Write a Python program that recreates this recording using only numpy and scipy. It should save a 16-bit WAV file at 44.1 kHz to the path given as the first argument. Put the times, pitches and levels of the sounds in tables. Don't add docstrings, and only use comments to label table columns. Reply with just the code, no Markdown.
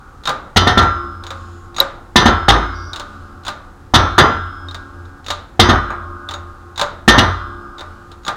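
import sys
import numpy as np
from scipy import signal
from scipy.fft import rfft, irfft, next_fast_len
from scipy.io import wavfile
from scipy.ndimage import map_coordinates

SR = 44100
rng = np.random.default_rng(int(sys.argv[2]) if len(sys.argv) > 2 else 0)


def dump(signal):
    limited = np.clip(np.atleast_2d(signal).T, -1, 1)
    pcm = np.round(limited * 32767).astype(np.int16)
    wavfile.write(sys.argv[1], SR, pcm)


N = 368676
T = np.arange(int(2.6 * SR)) / SR

# (time [s], force [dB], treble [dB], lasting ring [dB], shaft [dB])
JUMPS = [(0.561, -2.5, 2, -12.5, -13.5), (0.669, -4, -1, 0, -10.5), (.773, -2.5, -3.5, -1, -10),
         (2.157, 0, 2, -1.5, -6), (2.256, 0, -6, 2, -7.5), (2.482, 1, -1, 3, -3), (3.937, 0.5, 0.5, 4, -10),
         (4.18, 4, -4.5, 0, -2), (5.594, 0, 2.5, 3, -17.5), (5.688, -2, -6.5, -1, -26),
         (7.078, 3, 0, 0, -12), (7.178, -1, -1, 1, -11)]
# (frequency [Hz], level [dB])
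CLASH_SPECTRUM = [(15, -43.5), (25, -16.5), (84, -3.5), (242, -9), (335, -5), (591, -11), (1190, -11),
                  (1790, -9.5), (2550, -20), (3620, -7.5), (4370, -19.5), (6210, -26), (7310, -38),
                  (9070, -39), (16000, -47.5)]
# (frequency [Hz], t60 [s])
CLASH_T60 = [(40, 0.86), (130, 0.43), (500, 0.26), (900, 0.43), (1300, 0.72), (2200, 0.36), (3600, 1),
             (8000, 0.52), (15000, 0.2)]
# (frequency [Hz], level [dB], t60 [s])
FRAME_MODES = [(53.5, -14.5, 0.84), (76.7, -19, 1), (89.93, -12.5, .8), (112.4, -18, 0.44),
               (217, -14, 0.13), (237, -8, 0.09), (346, -13, 0.14), (363, -19, 0.32), (726, -20.5, 0.38),
               (757, -6.5, 0.041), (804, -17.5, 0.16), (978, -15.5, .2), (1227, -17.5, 0.28),
               (1212, -23.5, 0.88), (1364, -20, 0.84), (1326, -18.5, 0.86), (1500, -29, 0.21),
               (1800, -14.5, 0.3), (1910, -27.5, 0.1), (2980, -21, 0.086), (3670, -24.5, 0.21),
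               (6400, -26.5, 0.14)]
# (frequency [Hz], level [dB])
STEEL_MODES = [(2353, -58), (2519, -60), (2864, -57), (3079, -71.5), (3343, -76), (3435, -54.5),
               (3596, -45), (3677, -52.5), (3887, -57), (4054, -46.5), (4156, -64), (4350, -65.5),
               (4484, -62), (4775, -70), (4936, -62), (5168, -65.5), (5690, -86), (5873, -76.5),
               (6045, -75), (6148, -60.5), (6293, -56.5), (6503, -69), (6767, -60), (6896, -84),
               (7450, -84), (8576, -75)]
# (frequency [Hz], t60 [s])
STEEL_T60 = [(2000, 0.51), (3500, 0.61), (6000, 0.46), (9000, 0.49)]
# (frequency [Hz], level [dB])
PLATE_SPECTRUM = [(1700, 11.5), (2100, 7), (2600, -8), (3000, -4), (3600, 5.5), (4300, -6), (6300, -5),
                  (7300, -32), (9200, -19), (11000, -48.5)]
# (frequency [Hz], level [dB], t60 [s])
GEAR_MODES = [(2098, -22, 0.23), (2904, -11.5, 0.14), (3074, -18.5, 0.4), (3470, -31, 0.32),
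              (3690, -12, 0.14), (3615, -12, 0.14), (3880, -28, .35), (4170, -16.5, 0.17),
              (4400, -22.5, 0.2), (4830, -25, 0.34), (5950, -25, 0.32)]
# (frequency [Hz], level [dB], t60 [s])
SHAFT_MODES = [(2153, -37.5, 1), (3270, -46, 1.2), (5143, -44.5, 2.5), (6870, -53.5, 0.77)]
# (frequency [Hz], level [dB])
RATTLE_SPECTRUM = [(60, -6), (250, 10.5), (550, 5), (1000, 9.5), (1350, 4.5), (2000, -7.5), (2600, -16),
                   (3700, -37.5), (8000, -74.5)]
# (frequency [Hz], level [dB])
SPRING_MODES = [(86.1, -42.5), (209.9, -54.5), (279.9, -51.5), (349.9, -46), (586.8, -57), (1077, -46),
                (1227, -42.5), (1340, -46), (1416, -74.5), (1480, -44.5), (1615, -46.5)]
# (frequency [Hz], level [dB])
COIL_SPECTRUM = [(40, -12), (85, 2), (150, -33.5), (320, -1.5), (500, -16.5), (980, -9), (1150, 3.5),
                 (1450, 3), (1620, -7), (1780, -34), (5000, -34), (9000, -76.5)]
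# (time [s], lead-in length [s], click [dB], knock [dB], lead-in [dB])
TOPS = [(.292, 0.056, -13.5, -15.5, 2.5), (1.802, 0.057, -9.5, -14, -4.5), (3.481, 0.046, -14.5, -21, -4.5),
        (5.303, 0.059, -8, -20.5, -9), (6.813, .054, -8.5, -14, -2), (8.28, 0.046, -14, -15.5, -9)]
# (share of the lead-in still to go [1], click [dB], knock [dB])
TOP_PLAY = [(1, -19.5, -30), (2 / 3, -5, -15.5), (1 / 3, -2.5, -1.6)]
# (time [s], lead-in length [s], click [dB], knock [dB], lead-in [dB], swish of the lift [dB])
TURNS = [(1.305, 0.068, -21.5, -27, 0, -57), (2.997, 0.065, -19.5, -28, 4, -58),
         (4.745, 0.06, -22, -33.5, -5.5, -68), (6.338, .05, -24, -27, 6, -69),
         (7.808, 0.026, -29, -28.5, 1, -64)]
# (share of the lead-in still to go [1], click [dB], knock [dB])
TURN_PLAY = [(1, -5.5, -7.5), (0.57, -3.5, -9)]
# (time [s], click [dB], knock [dB])
SETTLES = [(.828, -24.5, -13), (5.053, -44.5, -51), (5.903, -35, -18.5), (8.116, -33, -43)]
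# (frequency [Hz], level [dB])
CLICK_SPECTRUM = [(300, -12.5), (1200, 2), (2300, -7.5), (3200, -3), (3750, 6), (4400, -3.5), (5500, -9.5),
                  (7300, -10.5), (8200, -19.5), (9100, -16.5), (11500, -34), (15000, -24.5)]
# (frequency [Hz], level [dB])
KNOCK_SPECTRUM = [(60, -5.5), (250, -9.5), (430, -7), (560, -2), (700, -3), (1000, -2.5), (1220, 2.5),
                  (1400, 4.5), (1600, -4.5), (2200, -12.5), (6000, -48)]
# (frequency [Hz], level [dB], t60 [s])
LEVER_MODES = [(800, -4.5, 0.17), (910, -2.5, 0.16), (1026, -5, 0.19), (1205, 0, 0.34), (1585, -3, 0.13)]
# (time [s], frequency [Hz], level against the stop's knock [dB])
BUMP = [(.3, 522, -9), (1.8, 553, -1), (3.5, 596, -10), (6.8, 582, -3.5), (8.301, 613, -16.5)]
# (frequency [Hz], t60 [s])
ROOM_T60 = [(100, 1), (1000, 0.66), (4000, 0.42), (8000, 0.34), (15000, .16)]
# (frequency [Hz], level [dB])
AIR_SPECTRUM = [(15, -53), (25, 3.5), (108, -6), (170, -13.5), (263, -13), (384, -18.5), (545, -18.5),
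                (677, -39), (734, -13.5), (1260, -30), (1790, -26.5), (1940, -31.5), (2990, -44.5),
                (6740, -42), (16000, -54)]
# (frequency [Hz], level [dB])
SWISH_SPECTRUM = [(1500, -28), (2500, 4), (4000, 5), (5600, -3.5), (7200, -4), (9000, -9.5), (15000, -24.5)]
# (start [s], length [s], centre [Hz], half-width [Hz], level before the fades [dB])
HISSES = [(1.309, 0.42, 6864, 450, -62), (2.701, 0.25, 4780, 220, -49), (2.713, .25, 5700, 260, -50)]

THUD_DB = -3.5
GEAR_DB = -2.5
RATTLE_DB = -12
FLIGHT_S, SETTLE_S = .055, .11
LEVER_DB, LEVER_GROWS = -16.5, 2.5
SPLIT_HZ = 2100
SWISH_REST_DB = -64.5
SWISH_RISE_S, SWISH_FALL_S = 0.053, 0.35
TOP_HZ = 16000


def bangs():
    out, size = np.zeros(N), SR
    t = T[:size]
    rests = np.diff([s for s, *_ in JUMPS], prepend=-np.inf)
    flights = FLIGHT_S * (1 - np.exp(-rests / SETTLE_S))
    for (s, db, treble_db, _, shaft_db), flight, shimmer in zip(JUMPS, flights, plates(count=90)):
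        clash = dying(noise(CLASH_SPECTRUM, size), CLASH_T60)
        clash = clash * flutter(rate=190, depth_db=2, size=size)

        dull = filtered(clash, lambda hz: lowpass(hz) * amp(THUD_DB / (1 + (hz / 110) ** 2)))
        dull = dull * (1 + 0.41 * fade(t60=0.35, size=size))
        add(out, s, amp(db - 6.5) * dull * (1 - np.exp(-t / 0.0011)))

        bright = filtered(clash, lambda hz: 1 - lowpass(hz))
        bright = bright * (amp(-7.5) * fade(t60=0.3, size=size) + amp(2.0) * fade(t60=0.09, size=size))
        pairs = [(hz + rng.normal(0, 9), level, along(STEEL_T60, hz)) for hz, level in 2 * list(STEEL_MODES)]
        steel = ring(pairs, scatter_db=1.5, size=size)
        gear = ring(GEAR_MODES, scatter_db=4.5, size=size)
        treble = bright + amp(16.5) * steel + amp(-14.5) * shimmer + amp(GEAR_DB) * gear
        add(out, s + .0015, amp(db + treble_db) * treble * (1 - np.exp(-t / 0.0034)) ** 2)

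        frame = [(hz * (1 + rng.normal(0, .007)), level + (THUD_DB if hz < 150 else db), t60)
                 for hz, level, t60 in FRAME_MODES]
        add(out, s, ring(frame, scatter_db=5.0, size=size))

        loose = noise(RATTLE_SPECTRUM, size) * fade(t60=0.39, size=size)
        loose = loose * flutter(rate=100, depth_db=1.5, size=size)
        add(out, s + flight, amp(db + RATTLE_DB) * loose * (1 - np.exp(-t / 0.0068)))

        lever = ring(LEVER_MODES, scatter_db=1.0, size=size)
        add(out, s, amp(LEVER_DB + LEVER_GROWS * db) * lever)

        shaft = ring(SHAFT_MODES, scatter_db=4.5, size=len(T))
        add(out, s, amp(shaft_db) * shaft * flutter(rate=7.1, depth_db=4.0, size=len(T)))
    return out


def lowpass(hz):
    return 1 / (1 + (hz / SPLIT_HZ) ** 6)


def plates(count):
    hz = np.linspace(1700, 11000, count) * (1 + rng.normal(0, .025, count))
    t60 = along(STEEL_T60, hz) * rng.uniform(.6, 1.1, count)
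    t, hz32 = np.float32(T[:SR]), np.float32(hz)[:, None]
    rate = np.float32(np.log(1000) / t60)[:, None]
    waves = np.sin(np.float32(2 * np.pi) * hz32 * t) * np.exp(-rate * t)
    strength = amp(along(PLATE_SPECTRUM, hz))
    blows = rng.standard_normal((len(JUMPS), count)) * strength / np.linalg.norm(strength)
    return np.float32(blows) @ waves


def springs():
    out, size = np.zeros(N), len(T)
    for s, _, _, ring_db, _ in JUMPS:
        pairs = [(hz + rng.normal(0, 2.456), level, 3.47 * (hz / 1000) ** -.3)
                 for hz, level in 2 * list(SPRING_MODES)]
        clear = ring(pairs, scatter_db=5.0, size=size)
        crowd = noise(COIL_SPECTRUM, size) * fade(t60=3.12, size=size)
        crowd = crowd * flutter(rate=14, depth_db=1.0, size=size)
        add(out, s, amp(ring_db) * (amp(3.0) * clear + amp(-32.0) * crowd))
    add(out, 0, amp(-43.5) * noise(COIL_SPECTRUM, size) * fade(t60=3.9, size=size))
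    return out


def handle():
    out, size = np.zeros(N), SR // 3
    t = T[:size]
    pin_modes = [(3520, -13, 0.037), (3700, -10.5, 0.075), (3900, -3.0, 0.012), (6700, -25.0, 0.14)]
    for s, click_db, knock_db in contacts():
        tick, tap = noise(CLICK_SPECTRUM, size), noise(KNOCK_SPECTRUM, size)
        click = tick * (fade(t60=0.016, size=size) + amp(-2) * fade(t60=0.072, size=size))
        click = click + amp(-15.5) * dying(tick, ROOM_T60)
        pin = ring(pin_modes, scatter_db=10.0, size=size)
        free_db = 0.14 * np.clip(click_db - knock_db + 4.5, 0, 20)
        touch = amp(-free_db) * click + amp(free_db) * pin
        add(out, s, amp(click_db - 4.5) * touch * (1 - np.exp(-t / 0.00038)))

        knock = amp(-3.5) * tap * fade(t60=0.14, size=size) + amp(-5.5) * dying(tap, ROOM_T60)
        lever = ring(LEVER_MODES, scatter_db=1.5, size=size)
        add(out, s, amp(knock_db - 4.5) * (knock + lever) * (1 - np.exp(-t / 0.0012)))
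    times, pitches, levels = np.transpose(BUMP)
    for s, _, _, knock_db, *_ in TOPS + TURNS:
        hz, bump_db = np.interp(s, times, pitches), np.interp(s, times, levels)
        bump = np.sin(2 * np.pi * hz * t) * fade(t60=0.27, size=size)
        add(out, s + 0.0037, amp(knock_db + bump_db) * bump)
    return out


def contacts():
    rows = list(SETTLES)
    for stops, play in ((TOPS, TOP_PLAY), (TURNS, TURN_PLAY)):
        for s, lead_s, click_db, knock_db, lead_db, *_ in stops:
            for share, click, knock in play:
                rows.append((s - share * lead_s, click_db + lead_db + click, knock_db + lead_db + knock))
            rows.append((s, click_db, knock_db))
    return rows


def workshop():
    out = amp(-40.5) * noise(AIR_SPECTRUM, N) + swish_gain() * noise(SWISH_SPECTRUM, N)
    for s, length, centre_hz, width_hz, db in HISSES:
        size = int(length * SR)
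        hiss = filtered(rng.standard_normal(size), lambda hz: 1 / (1 + ((hz - centre_hz) / width_hz) ** 4))
        add(out, s, amp(db) * unit(hiss) * signal.windows.tukey(size, .5))
    return out


def swish_gain():
    t = np.arange(N) / SR
    gain = np.full(N, amp(SWISH_REST_DB))
    for s, *_, db in TURNS:
        gain += amp(db) * np.interp(t - s, [0, SWISH_RISE_S, SWISH_RISE_S + SWISH_FALL_S], [0, 1, 0])
    return gain


def ring(modes, scatter_db, size):
    t = T[:size].astype(np.float32)
    waves = 0
    for hz, db, t60 in modes:
        strength = float(amp(db + scatter_db * rng.standard_normal()))
        phase = float(rng.uniform(0, 2 * np.pi))
        decay = np.exp(-float(np.log(1000) / t60) * t)
        waves = waves + strength * decay * np.sin(float(2 * np.pi * hz) * t + phase)
    return waves * (1 - np.exp(-T[:size] / 0.00073))


def dying(x, t60s):
    hz, t, z = signal.stft(x, SR, nperseg=512)
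    decay = amp(-60 * t / along(t60s, hz)[:, None])
    return signal.istft(z * decay, SR, nperseg=512)[1][:len(x)]


def flutter(rate, depth_db, size):
    knots = rng.standard_normal(size // 100)
    return amp(depth_db * map_coordinates(knots, [T[:size] * rate], order=1, mode="mirror"))


def fade(t60, size):
    return amp(-60 * T[:size] / max(t60, 1e-3))


def noise(spectrum, size):
    return unit(filtered(rng.standard_normal(size), lambda hz: amp(along(spectrum, hz))))


def filtered(x, response):
    m = next_fast_len(len(x) + 4096)
    return irfft(rfft(x, m) * response(np.fft.rfftfreq(m, 1 / SR)), m)[:len(x)]


def along(points, hz):
    f, v = np.transpose(points)
    return np.interp(np.log(hz + 1), np.log(f), v)


def amp(db):
    return 10 ** (np.asarray(db) / 20)


def unit(x):
    return x / np.sqrt(np.mean(x ** 2) + 1e-20)


def add(track, s, x):
    part = track[max(round(s * SR), 0):][:len(x)]
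    part += x[:len(part)]


def scene():
    return (bangs() + springs() + handle() + workshop())[None]


def record(dry):
    top, hardness = 1.02, 7
    clipped = dry[0] / (1 + np.abs(dry[0] / top) ** hardness) ** (1 / hardness)
    return filtered(clipped, lambda hz: hz < TOP_HZ)[None]


dry = scene()
out = record(dry)
dump(out)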